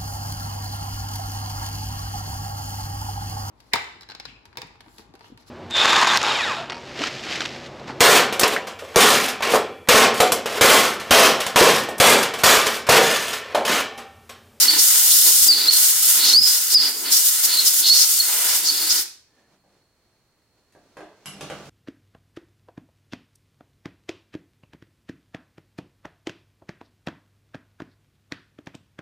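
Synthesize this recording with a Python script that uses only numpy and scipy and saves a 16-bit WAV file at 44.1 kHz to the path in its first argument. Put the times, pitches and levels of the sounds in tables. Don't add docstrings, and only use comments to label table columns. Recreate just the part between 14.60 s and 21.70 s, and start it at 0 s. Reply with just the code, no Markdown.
import sys
import numpy as np
from scipy import signal
from scipy.fft import rfft, irfft, next_fast_len
from scipy.io import wavfile
from scipy.ndimage import uniform_filter1d

SR = 44100
rng = np.random.default_rng(int(sys.argv[2]) if len(sys.argv) > 2 else 0)


def transcribe(signal):
    frames = np.atleast_2d(signal).T
    limited = np.clip(frames, -1, 1)
    pcm = np.round(limited * 32767).astype(np.int16)
    wavfile.write(sys.argv[1], SR, pcm)


N = 312916
TIME = np.arange(N) / SR
CUTOFF_HZ = 16000


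def from_db(db):
    return 10 ** (np.asarray(db) / 20)


def rms_one(x):
    return x / np.sqrt(np.mean(x ** 2) + 1e-20)


def curve(rows):
    return np.interp(TIME, *np.transpose(rows))


def held(start, end, ramp_s):
    return np.clip(np.minimum(TIME - start, end - TIME) / ramp_s + .5, 0, 1)


def swells(rows):
    return sum(from_db(db) * np.exp(-((TIME - s) / width) ** 2) for s, width, db in rows)


def at_hz(points, hz):
    at, value = np.transpose(points)
    return np.interp(np.log(np.maximum(hz, 1)), np.log(at), value)


def shape(x, gain_at):
    size = next_fast_len(x.shape[-1] + 2048)
    hz = np.arange(size // 2 + 1) * SR / size
    return irfft(rfft(x, size) * gain_at(hz), size)[..., :x.shape[-1]]


def diffuse(size):
    # freq_hz, correlation
    likeness = [(60, 0.74), (150, 0.99), (400, .92), (1200, 0.93), (2500, 0.54), (5000, 0.11),
                (9000, 0.031), (15000, .1)]
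    mid, side = rng.standard_normal((2, size))
    mid = shape(mid, lambda hz: np.sqrt(1 + at_hz(likeness, hz)))
    side = shape(side, lambda hz: np.sqrt(1 - at_hz(likeness, hz)))
    return mid + side * [[1], [-1]]


def noise(colour):
    both = shape(diffuse(N), lambda hz: from_db(at_hz(colour, hz)) * (hz < CUTOFF_HZ))
    return both / both.mean(axis=0).std()


def drift(rate_hz):
    return rms_one(shape(rng.standard_normal(N), lambda hz: 1 / (1 + (hz / rate_hz) ** 2)))


def narrow(centre_hz, width_hz):
    phase = 2 * np.pi * np.cumsum(centre_hz + np.zeros(N)) / SR
    slow = shape(rng.standard_normal((2, N)), lambda hz: 1 / (1 + (hz / width_hz) ** 2) ** 2)
    return rms_one(slow[0] * np.cos(phase) + slow[1] * np.sin(phase))


def aim(crossing_s, lead_s):
    # start_s, end_s, hiss_change_db, rush_change_db, ring_db, pitch_hz, hollow_db
    passes = [(0.045, 0.192, -6.5, 4.5, -20.5, 4504, -39), (0.505, 0.537, 0.5, -5, -20.5, 3950, -54),
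              (0.655, 0.72, 1, 4, -28.5, 4600, -42), (0.887, 1.118, -9, 3, -20, 4543, -41),
              (1.583, 1.755, -2.5, 2.5, -14.5, 4276, -42), (1.756, 1.97, 1, 0.5, -24, 5015, -49.5),
              (2.15, 2.302, -3.5, 3, -18, 4743, -42.5), (2.309, 2.44, -8.5, -6.5, -37.5, 4865, -46.5),
              (2.442, 2.512, -9, 4.5, -24.5, 4450, -43.5), (2.865, 3.045, -1, 2.5, -19.5, 4350, -46.5),
              (3.215, 3.335, -4.5, -1.5, -15.5, 4300, -48.5), (4.001, 4.426, -5, 1, -24.5, 4588, -46.5)]
    starts, ends, hiss_change_db, rush_change_db, ring_db, hz, hollow_db = np.transpose(passes)
    over = np.array([held(start, end, crossing_s) for start, end in zip(starts, ends)])
    stirred = np.array([held(start - lead_s, end, crossing_s) for start, end in zip(starts, ends)])
    swirl = np.sqrt(from_db(hollow_db) ** 2 @ stirred)
    blown = np.zeros(N)
    for start, end, db in zip(starts, ends, ring_db):
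        at = (TIME > start) & (TIME < end)
        arch = np.abs(np.sin(np.pi * (TIME[at] - start) / (end - start)))
        blown[at] += from_db(db) * arch ** 0.69
    pitch_hz = np.interp(TIME, np.column_stack([starts, ends]).ravel(), np.repeat(hz, 2))
    return hiss_change_db @ over, rush_change_db @ over, blown, pitch_hz, swirl


def jet(hiss_change_db, rush_change_db, swirl, flutter_db):
    # freq_hz, relative_db
    hiss_colour = [(1500, -35.5), (3500, -9), (6000, 0), (9000, 0.5), (12000, -0.5), (14500, -0.5),
                   (16000, -6.5)]
    # time_s, level_db
    hiss_ride = [(0, -16.5), (0.25, -16.5), (0.85, -17), (1.29, -17), (1.37, -22), (1.45, -16.5),
                 (1.58, -17.5), (1.78, -24.5), (1.9, -22), (2.07, -25), (2.3, -24.5), (2.55, -19.5),
                 (2.78, -23), (3.14, -21.5), (3.42, -21), (3.58, -22), (3.66, -24), (4.41, -19.5)]
    # freq_hz, relative_db
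    splash_colour = [(2500, -33.5), (4000, -5), (5400, 3), (6600, -2.5), (8000, -10.5), (11000, -16.5),
                     (16000, -34.5)]
    # start_s, end_s, splash_db, extra_hiss_db
    edges = [(0.0, 0.05, -18, -29), (0.184, 0.207, -14.5, -21.5), (0.501, 0.89, -27, -28),
             (1.103, 1.14, -21.5, -27.5), (1.642, 1.743, -20, -29), (1.83, 1.99, -25.5, -26.5),
             (2.1, 2.155, -23, -22), (2.514, 2.585, -18.5, -22), (2.65, 2.698, -30.5, -18),
             (2.837, 2.864, -21.5, -17), (3.06, 3.087, -15, -15.5), (3.175, 3.207, -36.5, -19.5),
             (3.26, 3.32, -19, -22), (3.329, 3.448, -17.5, -28), (3.5, 3.598, -33.5, -24.5),
             (3.869, 3.978, -27.5, -32), (4.051, 4.09, -19, -45.5), (4.298, 4.327, -14.5, -29),
             (4.355, 4.405, -24, -36.5)]
    # freq_hz, relative_db
    rush_colour = [(25, -41.5), (65, -20), (150, -28), (400, -12.5), (700, -10), (1100, -5.5), (1500, 0.5),
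                   (2200, 2), (3000, 0), (4200, 1), (8000, -23)]
    # time_s, level_db
    rush_ride = [(0, -32), (0.24, -36.5), (0.35, -32), (0.6, -37.5), (0.9, -39), (1.2, -34), (1.37, -37),
                 (1.56, -33.5), (2.05, -40), (2.25, -37), (2.62, -40), (2.85, -36), (3.14, -39.5),
                 (3.38, -39), (3.52, -40.5), (3.93, -31), (4.02, -39.5), (4.41, -36.5)]
    # freq_hz, relative_db
    hollow_colour = [(40, -27.5), (150, -27), (210, -8.5), (265, -5), (330, -0.5), (410, -4), (550, -14.5),
                     (900, -9.5), (2000, -33.5)]
    hiss_trim_db, splash_trim_db, hollow_trim_db = 0.5, -1.0, -1.5
    edge_to_rush_db, hollow_idle_db = -21.5, -56
    on_edge = np.array([held(start, end, ramp_s=0.02) for start, end, _, _ in edges])
    edge, edge_hiss = from_db(np.transpose(edges)[2:]) @ on_edge
    flat_hiss = from_db(curve(hiss_ride) + hiss_change_db + hiss_trim_db)
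    flat_rush = from_db(curve(rush_ride) + rush_change_db)
    hiss = np.hypot(flat_hiss, edge_hiss) * noise(hiss_colour)
    splash = edge * from_db(splash_trim_db) * noise(splash_colour)
    rush = np.hypot(flat_rush, edge * from_db(edge_to_rush_db)) * noise(rush_colour)
    hollow = np.hypot(swirl, from_db(hollow_idle_db)) * from_db(hollow_trim_db) * noise(hollow_colour)
    return (hiss + splash + rush + hollow) * from_db(flutter_db * drift(rate_hz=36))


def hole(blown, pitch_hz, breath_db, waver_hz, duck_db):
    # start_s, end_s, from_hz, to_hz, level_db
    tones = [(.082, .088, 4400, 4450, -8), (.093, .102, 4550, 4650, -8), (.885, .922, 4900, 4480, -8),
             (.920, .942, 4450, 4050, -17), (1.074, 1.086, 4050, 4150, -14.5),
             (1.084, 1.101, 4180, 4480, -5), (1.735, 1.765, 4230, 4680, -8), (1.762, 1.798, 4600, 5130, -2),
             (1.798, 1.86, 5100, 5050, -14), (2.146, 2.176, 5150, 4680, -1.5),
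             (2.176, 2.196, 4680, 4200, -15), (2.975, 2.998, 4080, 4280, -15),
             (3.298, 3.332, 4200, 4500, -8), (3.599, 3.612, 4400, 4250, -14),
             (4.086, 4.102, 4480, 4500, -16)]
    skirt_db, octave_db, idle_db = -2.5, -26, -43
    halo_db, halo_s = -8.5, 0.032
    breath = narrow(pitch_hz, width_hz=560)
    breath += from_db(skirt_db) * narrow(pitch_hz, width_hz=1500)
    waver = waver_hz * drift(rate_hz=260)
    tone, sounding, halo = np.zeros((3, N))
    for start, end, from_hz, to_hz, db in tones:
        gate = held(start, end, ramp_s=0.002)
        at = gate > 0
        glide_hz = np.interp(TIME[at], [start, end], [from_hz, to_hz])
        phase = 2 * np.pi * np.cumsum(glide_hz + waver[at]) / SR
        wave = np.sin(phase) + from_db(octave_db) * np.sin(2 * phase)
        tone[at] += np.sqrt(2) * from_db(db) * gate[at] * wave
        sounding = np.maximum(sounding, gate)
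        halo = np.maximum(halo, from_db(db + halo_db) * np.exp(-np.abs(TIME - end) / halo_s))
    strength = np.sqrt(blown ** 2 + halo ** 2 + from_db(idle_db) ** 2)
    return tone + breath * strength * from_db(breath_db + duck_db * sounding)


def puffs():
    # freq_hz, relative_db
    colour = [(20, -20.5), (40, -10), (65, 3), (100, -1.5), (170, -7), (350, -8.5), (1000, -42)]
    # peak_s, half_width_s, level_db
    gusts = [(0.458, 0.51, -65), (.76, .03, -54.5), (0.895, 0.058, -54), (1.106, 0.017, -52),
             (1.792, 0.043, -37.5), (2.18, 0.032, -42), (3.33, 0.018, -43.5)]
    return noise(colour) * swells(gusts)


def cloth(start_s, end_s, level_db):
    # freq_hz, relative_db
    colour = [(100, -22), (350, 0), (550, 4), (900, 5), (1400, 0.5), (3000, -8)]
    return from_db(level_db) * held(start_s, end_s, ramp_s=0.02) * noise(colour)


def leak(level_db, pitch_hz, width_hz):
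    band = shape(diffuse(N), lambda hz: 1 / (1 + ((hz - pitch_hz) / width_hz) ** 2))
    return from_db(level_db) * rms_one(band)


def room_tone(level_db):
    # freq_hz, relative_db
    colour = [(25, -10.5), (60, -4.5), (110, -3.5), (200, -12), (350, -10.5), (600, -14.5), (1500, -19.5),
              (1900, -19), (3000, -24), (6000, -24.5), (9000, -27), (16000, -33)]
    return from_db(level_db) * noise(colour)


def hose(squeak_s, squeak_hz, squeak_db):
    # freq_hz, relative_db
    colour = [(40, -17.5), (120, -3.5), (270, 7.5), (600, 4.5), (1200, -3), (1850, -5.5), (2800, -7.5),
              (6000, -8), (14000, -26.5)]
    # peak_s, half_width_s, level_db
    drags = [(4.79, .07, -63.5), (4.93, 0.053, -63.5), (5.15, 0.079, -66), (5.5, .2, -73),
             (5.99, 0.034, -70.5), (6.33, 0.24, -64), (6.96, 0.26, -46.5)]
    rustle = swells(drags) * noise(colour)
    squeak = swells([(squeak_s, 0.094, squeak_db)]) * narrow(squeak_hz, width_hz=110)
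    return rustle + squeak


def struck(modes, t):
    hz, db, t60 = np.transpose(modes)[:, :, None]
    strength = from_db(db + 2 * rng.standard_normal(hz.shape)) * rng.choice([-1, 1], hz.shape)
    partials = strength * np.sin(2 * np.pi * hz * t) * from_db(-60 * t / t60)
    return partials.sum(axis=0) / np.sqrt(np.sum(strength ** 2) / 2)


def knocks(crack_t60_s, knock_trim_db, crack_trim_db, ring_trim_db):
    # start_s, thump_db, knock_db, crack_db, crack_top_hz, ring_db
    contacts = [(4.89, -68, -74.5, -85, 1000, -95), (5.04, -69.5, -59, -74.5, 1008, -95),
                (6.123, -93.5, -94, -61, 9000, -93.5), (6.151, -72, -50, -66, 1186, -95),
                (6.369, -67, -40, -37, 1800, -90), (6.406, -73, -37, -39.5, 1590, -89.5),
                (6.658, -44.5, -51, -35, 7280, -32), (6.734, -47.5, -50, -42, 2000, -70),
                (6.809, -41, -33, -29.5, 3800, -56), (6.900, -40.5, -32, -31, 2620, -59),
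                (7.055, -44.5, -56, -50, 6050, -66)]
    # pitch_hz, relative_db, t60_s
    thump_modes = [(61.84, -6.5, 0.29), (89.2, -9, 0.6), (126, -2, 0.36), (145.6, 3.5, 0.27),
                   (198, 7, 0.24), (243, -10.5, 0.21)]
    # pitch_hz, relative_db, t60_s
    knock_modes = [(305, -4, 0.069), (427, 0, 0.047), (594, 2.5, 0.041), (689, 4, 0.016), (830, 2.5, 0.014),
                   (990, -4.5, 0.031), (1170, -10.5, 0.031), (1595, -3, 0.028), (1940, -21, 0.02)]
    # pitch_hz, relative_db, t60_s
    gun_modes = [(1260, 3, 0.058), (2970, 5, 0.042), (2810, 6, 0.093), (4400, -22, 0.088), (5130, 0, 0.16),
                 (6300, -9.5, 0.17), (6460, -13, 0.073), (7197, -2, .1), (8000, 8, 0.091),
                 (10300, 4, 0.088), (11300, 3, 0.067)]
    out, t = np.zeros(N + SR), np.arange(SR // 2) / SR
    top_cut = signal.butter(4, 12000, fs=SR, output="sos")
    for start_s, thump_db, knock_db, crack_db, top_hz, ring_db in contacts:
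        hardness = signal.butter(1, [600, top_hz], "band", fs=SR, output="sos")
        burst = rng.standard_normal(len(t)) * from_db(-60 * t / crack_t60_s)
        crack = signal.sosfilt(top_cut, signal.sosfilt(hardness, burst))
        blow = from_db(crack_db + crack_trim_db) * crack
        blow += from_db(thump_db) * struck(thump_modes, t)
        blow += from_db(knock_db + knock_trim_db) * struck(knock_modes, t)
        blow += from_db(ring_db + ring_trim_db) * struck(gun_modes, t)
        onset = int(start_s * SR)
        out[onset:onset + len(t)] += blow
    return out[:N]


def scatter(x, t60_s, low_cut_hz):
    t = np.arange(SR // 10) / SR
    echoes = rms_one(diffuse(len(t)) * from_db(-60 * t / t60_s)) / np.sqrt(len(t))
    echoes = signal.sosfilt(signal.butter(1, low_cut_hz, "high", fs=SR, output="sos"), echoes)
    return signal.fftconvolve(np.atleast_2d(x), echoes, axes=1)[:, :N]


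def reverberation(x):
    # freq_hz, t60_s
    decay = [(100, .5), (530, .4), (1400, .48), (4500, .46), (9700, .31), (16000, .22)]
    t = np.arange(int(.7 * SR)) / SR
    white, tail = diffuse(len(t)), 0
    centres = np.geomspace(100, 16000, 8)
    for centre_hz, weights in zip(centres, np.eye(len(centres))):
        band = shape(white, lambda hz: at_hz(np.column_stack([centres, weights]), hz))
        tail = tail + band * from_db(-60 * t / at_hz(decay, centre_hz))
    fade_in = np.minimum(t / 0.011, 1)
    tail = rms_one(tail * fade_in) / np.sqrt(len(t))
    return signal.fftconvolve(np.atleast_2d(x), tail, axes=1)[:, :N]


def room(x, early_db, tail_db, early_t60_s, early_cut_hz):
    early, tail = from_db(early_db), from_db(tail_db)
    mix = x + early * scatter(x, early_t60_s, early_cut_hz) + tail * reverberation(x)
    return mix / np.sqrt(1 + (early ** 2 + tail ** 2) / 2)


def limiter(x, ceiling_db, release_db_per_s):
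    power = uniform_filter1d(x ** 2, size=64).max(axis=0)
    over_db = np.maximum(10 * np.log10(np.abs(power) + 1e-12) - ceiling_db, 0)
    release_db = release_db_per_s * TIME
    reduction_db = np.maximum.accumulate(over_db + release_db) - release_db
    return x * from_db(uniform_filter1d(-reduction_db, size=65))


def scene():
    hiss_change_db, rush_change_db, blown, pitch_hz, swirl = aim(crossing_s=0.025, lead_s=0.0254)
    air = jet(hiss_change_db, rush_change_db, swirl, flutter_db=1.0)
    air += cloth(start_s=3.68, end_s=3.98, level_db=-41)
    air += hole(blown, pitch_hz, breath_db=-4.5, waver_hz=25.06, duck_db=-7.5)
    valve = curve([(4.40, 1), (4.44, 0)])
    handling = knocks(crack_t60_s=0.035, knock_trim_db=6.0, crack_trim_db=9.5, ring_trim_db=-2.5)
    dragging = hose(squeak_s=4.81, squeak_hz=1770, squeak_db=-70)
    close = room(valve * air, early_db=-4.5, tail_db=-8.0, early_t60_s=0.052, early_cut_hz=1510)
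    far = room(handling, early_db=0.0, tail_db=5.5, early_t60_s=0.036, early_cut_hz=712)
    action = close + far + dragging + puffs()
    return action + room_tone(level_db=-68.5) + leak(level_db=-76, pitch_hz=4300, width_hz=150)


def record(dry):
    # freq_hz, left_minus_right_db
    balance = [(60, -1.5), (400, -1.1), (2000, -1.5), (4500, -1.2), (8000, -2), (14000, 3)]
    low_cut_hz, sides = 28, np.array([[.5], [-.5]])
    heard = shape(dry, lambda hz: from_db(at_hz(balance, hz) * sides) * hz / np.hypot(hz, low_cut_hz))
    limited = limiter(heard, ceiling_db=-8.0, release_db_per_s=192.0)
    return shape(limited, lambda hz: np.clip((CUTOFF_HZ + 50 - hz) / 150, 0, 1))


dry = scene()
out = record(dry)
transcribe(out)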